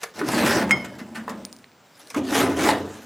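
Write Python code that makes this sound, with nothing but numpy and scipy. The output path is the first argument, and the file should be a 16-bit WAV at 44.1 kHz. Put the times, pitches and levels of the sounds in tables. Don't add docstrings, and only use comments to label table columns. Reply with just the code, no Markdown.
import sys
import numpy as np
from scipy import signal
from scipy.fft import rfft, irfft, next_fast_len
from scipy.io import wavfile

SR = 44100
rng = np.random.default_rng(int(sys.argv[2]) if len(sys.argv) > 2 else 0)


def gain_from_db(level_db):
    decades = np.asarray(level_db, float) / 20
    return 10 ** decades


def transcribe(signal):
    frames = np.atleast_2d(signal).T
    limited = np.clip(frames, -1, 1)
    pcm = np.round(limited * 32767).astype(np.int16)
    wavfile.write(sys.argv[1], SR, pcm)


N = 134505


def rms_one(x):
    return x / np.sqrt(np.mean(x ** 2) + 1e-20)


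def at_hz(points, hz):
    points = np.array(points)
    return np.interp(np.log(hz), np.log(points[:, 0]), points[:, 1])


def through(x, response):
    return signal.fftconvolve(x, response)[:N]


def band_pass(x, low, high):
    return signal.sosfilt(signal.butter(2, [low, high], "band", fs=SR, output="sos"), x)


def colour(spectrum):
    hz = np.maximum(np.fft.rfftfreq(4096, 1 / SR), 5)
    cepstrum = irfft(np.log(gain_from_db(at_hz(spectrum, hz)) + 1e-5))
    cepstrum[1:2048] *= 2
    cepstrum[2049:] = 0
    response = irfft(np.exp(rfft(cepstrum)))[:2048]
    return response / np.sqrt(np.sum(response ** 2))


def ring(clicks, hz, t60):
    radius = gain_from_db(-60 / (t60 * SR))
    angle = 2 * np.pi * hz / SR
    poles = [1, -2 * radius * np.cos(angle), radius * radius]
    return signal.lfilter([0, np.sin(angle)], poles, clicks + 1e-18)


def struck(events, modes):
    clicks = np.zeros(N)
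    for s, db in events:
        clicks[int(s * SR)] = gain_from_db(db)
    return sum((-1) ** k * gain_from_db(db) * ring(clicks, hz, t60) for k, (hz, db, t60) in enumerate(modes))


def drift(hz):
    r = np.exp(-2 * np.pi * hz / SR)
    noise = rng.standard_normal(N + 9000)
    settled = signal.lfilter([1], [1, -2 * r, r * r], noise)[9000:]
    return rms_one(settled)


def grains(per_s, spread_db):
    sizes = gain_from_db(spread_db * np.minimum(rng.exponential(1, N), 4)) * rng.choice([-1, 1], N)
    return rms_one(sizes * (rng.random(N) < per_s / SR))


# (frequency [Hz], level [dB])
SIDE_LEVEL = [(60, -68), (250, -44.5), (1000, -26.5), (4000, -14), (9000, -13.5), (15000, -24.5)]


def side_signal(mid):
    smear = rng.standard_normal(3000) * np.exp(-np.arange(3000) / 600)
    smear /= np.sqrt(np.sum(smear ** 2))
    size = next_fast_len(N + 3000)
    hz = np.maximum(np.fft.rfftfreq(size, 1 / SR), 5)
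    fluttering = mid * drift(150)
    spectrum = rfft(fluttering, size) * rfft(smear, size) * gain_from_db(at_hz(SIDE_LEVEL, hz))
    return irfft(spectrum, size)[:N]


# (frequency [Hz], level [dB])
HISS_SPECTRUM = [(30, -36), (110, 4), (850, 0.5), (6500, -14.5), (13000, -38), (16000, -28)]
HISS_DB = -56.5


def microphone_hiss():
    return gain_from_db(HISS_DB) * through(rng.standard_normal(N), colour(HISS_SPECTRUM))


# (frequency [Hz], rms level [dB])
WHINE_TONES = [(7504, -76), (15003, -73)]


def electronic_whine():
    t = np.arange(N) / SR
    return sum(np.sqrt(2) * gain_from_db(db) * np.sin(2 * np.pi * hz * t) for hz, db in WHINE_TONES)


# (frequency [Hz], t60 [s])
PANEL_DECAY = [(60, 1), (250, 0.82), (700, 0.38), (2000, 0.18), (6000, 0.63), (14000, 0.023)]


def panels():
    t, response = np.arange(SR) / SR, np.zeros(SR)
    edges = 30 * 2 ** np.arange(0, 9.6, .5)
    white = rng.standard_normal((2, SR))
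    for k, (low, high) in enumerate(zip(edges, edges[1:])):
        fade = gain_from_db(-60 * t / at_hz(PANEL_DECAY, np.sqrt(low * high)))
        response += band_pass(white[k % 2], low, high) * fade / np.sqrt(np.sum(fade ** 2))
    return response


# (time [s], level [dB], pitch [Hz])
CRUMBS = [(1.643, -31.5, 2010), (1.717, -44, 2230), (2.073, -31, 4370)]
TICK_CYCLES, TICK_OVERTONE = 11.0, 2.1


def ticks():
    out = 0
    for s, db, hz in CRUMBS:
        t60 = TICK_CYCLES / hz
        out = out + struck([(s, db)], [(hz, 0, t60), (TICK_OVERTONE * hz, -4, t60)])
    return out


# (time [s], level [dB])
SPECK_BOUNCES = [(1.4513, -18.5), (1.5278, -26.5), (1.565, -37), (1.588, -42)]
# (frequency [Hz], level [dB], t60 [s])
SPECK_MODES = [(4970, 3.5, 0.0022), (8000, -0.5, 0.0018), (10200, -9.5, 0.0023), (9100, -20, 0.068),
               (9560, -41, 0.65), (15000, -19, 0.027)]


def metal_speck():
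    return struck(SPECK_BOUNCES, SPECK_MODES)


# (frequency [Hz], level [dB], t60 [s])
BULB_MODES = [(2140, 3, .115), (2155, -1.5, .165), (2079, -20, .35), (2164, -11, .38), (1988, -22, .2),
              (2206, -20, .42), (3055, -32, .8), (3187, -19, .24), (5135, -19, .15), (5160, -23, .35),
              (6584, -22, .11), (8441, -22, .09)]
CLINK_S, CLINK_DB, CRACK_DB, CLINK_ROOM_DB = 0.7092, -9.5, -2.5, -18


def bulb():
    crack_modes = [(2200, 0, .010), (1250, -9, .02), (5500, -14, .005)]   # (Hz, dB, t60 s)
    crack = struck([(CLINK_S, CRACK_DB)], crack_modes)
    glass = crack + struck([(CLINK_S, CLINK_DB)], BULB_MODES)
    return glass + gain_from_db(CLINK_ROOM_DB) * through(glass, panels())


# (time [s], peak level [dB], pitch [Hz])
PANEL_THUMPS = [(.031, -29.5, 465), (.211, -17, 399), (0.227, -16, 302), (.638, -17.5, 202),
                (1.011, -25, 227), (1.112, -37, 232), (1.177, -28.5, 219), (1.304, -25.5, 233),
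                (1.335, -30.5, 200), (2.162, -13, 273), (2.192, -16.5, 258.7), (2.322, -14.5, 280)]
THUMP_CYCLES = 12


def thumps():
    t, out = np.arange(N) / SR, 0
    for s, db, hz in PANEL_THUMPS:
        cycles = np.clip(t - s, 0, None) * hz
        age = cycles * np.log(1000) / THUMP_CYCLES
        out = out + gain_from_db(db) * age * np.exp(1 - age) * np.sin(2 * np.pi * cycles)
    return out


# (time [s], crack [dB], clank [dB], decay constant [s], pitch [Hz])
METAL_KNOCKS = [(0.002, -40, -44.5, 0.035, 1670), (0.03, -32, -34, 0.0081, 1780),
                (0.189, -35.5, -32, 0.0078, 1990), (0.214, -53, -23.5, 0.0021, 1200),
                (0.286, -32, -20, 0.0052, 800), (0.694, -42, -33, 0.0023, 1960),
                (0.708, -25.5, -19.5, 0.0053, 1240), (0.844, -39.5, -37, .010, 1930),
                (0.984, -43, -40.5, 0.015, 1730), (1.145, -38.5, -32.5, 0.023, 1750),
                (1.279, -52, -25.5, 0.0022, 990), (1.29, -42, -33, 0.014, 1130),
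                (1.99, -48, -59, 0.021, 2500), (2.1, -40.5, -52, 0.0074, 1510),
                (2.143, -40.5, -28, 0.0077, 1330), (2.16, -37, -37.5, 0.019, 2580),
                (2.688, -24.5, -12, 0.0041, 936)]
KNOCK_CYCLES = 8.6
KNOCK_BROAD_DB = -3.5
RISE_PER_S = 28


def knocks():
    t, noise = np.arange(N) / SR, rng.standard_normal(N)
    crack_power, clank_power, spots = np.zeros(N), np.zeros(N), 0
    for s, crack_db, clank_db, length, hz in METAL_KNOCKS:
        age = np.clip(t - s, 0, None) / length
        shape = 2 * (1 - np.exp(-age / (RISE_PER_S * length))) * np.exp(-age)
        crack_power += (gain_from_db(crack_db) * shape) ** 2
        clank_power += (gain_from_db(clank_db + KNOCK_BROAD_DB) * shape) ** 2
        t60 = KNOCK_CYCLES / hz
        spots = spots + ring(gain_from_db(clank_db) * shape * noise, hz, t60) / np.sqrt(t60 * SR / 28)
    return np.sqrt(crack_power), np.sqrt(clank_power), spots


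# (time [s], grit [dB], load [dB])
SHUFFLE_CURVE = [(.72, -55.5, -23), (.95, -56, -43.5), (1.1, -63, -38.5), (1.42, -58.5, -40),
                 (1.75, -71.5, -77.5), (1.95, -61.5, -68), (2.132, -52, -53), (2.82, -56, -30.5),
                 (2.95, -50.5, -43), (3.05, -53.5, -50.5)]
# (time [s], grit [dB], load on the panels [dB])
PUSH_CURVE = [(0.139, -52, -48), (.195, -42.5, -27), (0.229, -53, -34.5), (0.288, -35.5, -28.5),
              (0.401, -31.5, -19.5), (0.449, -35.5, -17), (0.463, -26.5, -21), (0.568, -31.5, -19.5),
              (0.631, -38, -22.5), (0.661, -55, -29), (0.708, -45, -21)]
# (time [s], grit [dB], load on the panels [dB])
PULL_CURVE = [(2.166, -91, -19.5), (2.25, -47.5, -39), (2.298, -41, -23.5), (2.348, -27, -26),
              (2.408, -27, -17.5), (2.461, -38.5, -20.5), (2.551, -48.5, -23.5), (2.589, -33.5, -20),
              (2.66, -28.5, -21.5), (2.708, -31, -23), (2.748, -46.5, -24), (2.819, -53, -30.5)]


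def slide():
    t = np.arange(N) / SR
    grit, load = np.full(N, -120.), np.full(N, -120.)
    for rows in SHUFFLE_CURVE, PUSH_CURVE, PULL_CURVE:
        s, grit_db, load_db = np.transpose(rows)
        inside = (t > s[0]) & (t < s[-1])
        grit[inside] = np.interp(t[inside], s, grit_db)
        load[inside] = np.interp(t[inside], s, load_db)
    return grit, load


PATCH_DB, PATCH_HZ = 3.0, 12.0


def patchy(x):
    edges = 400 * 2 ** np.arange(0, 5.6, .18)
    out = 0
    for k, (low, high) in enumerate(zip(edges, edges[1:])):
        out = out + (-1) ** k * band_pass(x, low, high) * gain_from_db(PATCH_DB * drift(PATCH_HZ))
    return out


# (frequency [Hz], level [dB])
FIRST_MODES = [(135, -6.5), (195, -6.5), (240, -2.5), (320, -1), (400, -13), (525, -5.5), (604, -9.5)]
# (frequency [Hz], level [dB])
SECOND_MODES = [(92, -8), (262, -0.5), (303, -2), (360, -0.5), (420, -4), (545, -3), (640, -11),
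                (690, -4.5)]
MODES_DB, MODE_SWING_DB = -4.5, 2.5
MODE_CYCLES, CHANGE_S = 27.2, 1.8


def drawer_modes(slips):
    first, out = np.arange(N) < CHANGE_S * SR, 0
    for table, when in (FIRST_MODES, first), (SECOND_MODES, ~first):
        for k, (hz, db) in enumerate(table):
            t60 = MODE_CYCLES / hz
            drive = slips * when * gain_from_db(MODES_DB + db + MODE_SWING_DB * drift(PATCH_HZ))
            out = out + (-1) ** k * ring(drive, hz, t60) / np.sqrt(t60 * SR / 14)
    return out


# (frequency [Hz], level [dB per Hz])
GRIT_SPECTRUM = [(1800, 3), (3200, 0), (6000, -0.5), (9000, -4.5), (13500, -11), (16000, -30)]
# (frequency [Hz], level [dB per Hz])
RASP_SPECTRUM = [(300, 4.5), (550, -2), (900, 0), (1750, -2), (3200, -15), (6000, -32)]
# (frequency [Hz], level [dB per Hz])
BOOM_SPECTRUM = [(28, -51), (80, 2.5), (160, -6), (230, 8), (450, -5), (1000, -4.5), (2000, -54)]
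FINE_PER_S, COARSE_PER_S, GRAIN_SPREAD_DB = 3500, 3500 / 3, 2.5
SLIPS_PER_S, SLIP_SPREAD_DB = 400, 1
RASP_DB, RASP_FROM_GRIT, RASP_FROM_LOAD = 6.5, 0.63, 0.58
JUDDER_DB, JUDDER_HZ = 1, 59.5
BOOM_DB = -6
DIRECT_SHARE = 0.51


def drawers():
    grit, load = slide()
    crack, clank, spots = knocks()
    judder = gain_from_db(JUDDER_DB * drift(JUDDER_HZ))
    rasp = gain_from_db(RASP_DB + RASP_FROM_GRIT * grit + RASP_FROM_LOAD * load)
    fine_level = np.hypot(gain_from_db(grit) * np.sqrt(judder), crack)
    fine = grains(FINE_PER_S, GRAIN_SPREAD_DB) * fine_level
    coarse = grains(COARSE_PER_S, GRAIN_SPREAD_DB) * np.hypot(rasp * judder, clank)
    slips = grains(SLIPS_PER_S, SLIP_SPREAD_DB) * gain_from_db(load) * np.sqrt(judder)
    modes = drawer_modes(slips)
    hiss = patchy(through(fine, colour(GRIT_SPECTRUM)))
    boom = gain_from_db(BOOM_DB) * through(slips, colour(BOOM_SPECTRUM))
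    force = patchy(through(coarse, colour(RASP_SPECTRUM))) + boom + spots + thumps()
    turn = drift(PATCH_HZ / 2)
    tail = through(force * np.cos(turn), panels()) + through(force * np.sin(turn), panels())
    return hiss + modes + np.sqrt(DIRECT_SHARE) * force + np.sqrt(1 - DIRECT_SHARE) * tail


def scene():
    mid = drawers() + bulb() + metal_speck() + ticks() + microphone_hiss()
    side = side_signal(mid)
    mid = mid + electronic_whine()
    return np.array([mid + side, mid - side])


def top_cut(x):
    return signal.sosfilt(signal.butter(12, 16650, fs=SR, output="sos"), x)


def record(dry):
    mix = signal.sosfilt(signal.butter(2, 74, "high", fs=SR, output="sos"), dry)
    return top_cut(mix)


dry = scene()
out = record(dry)
transcribe(out)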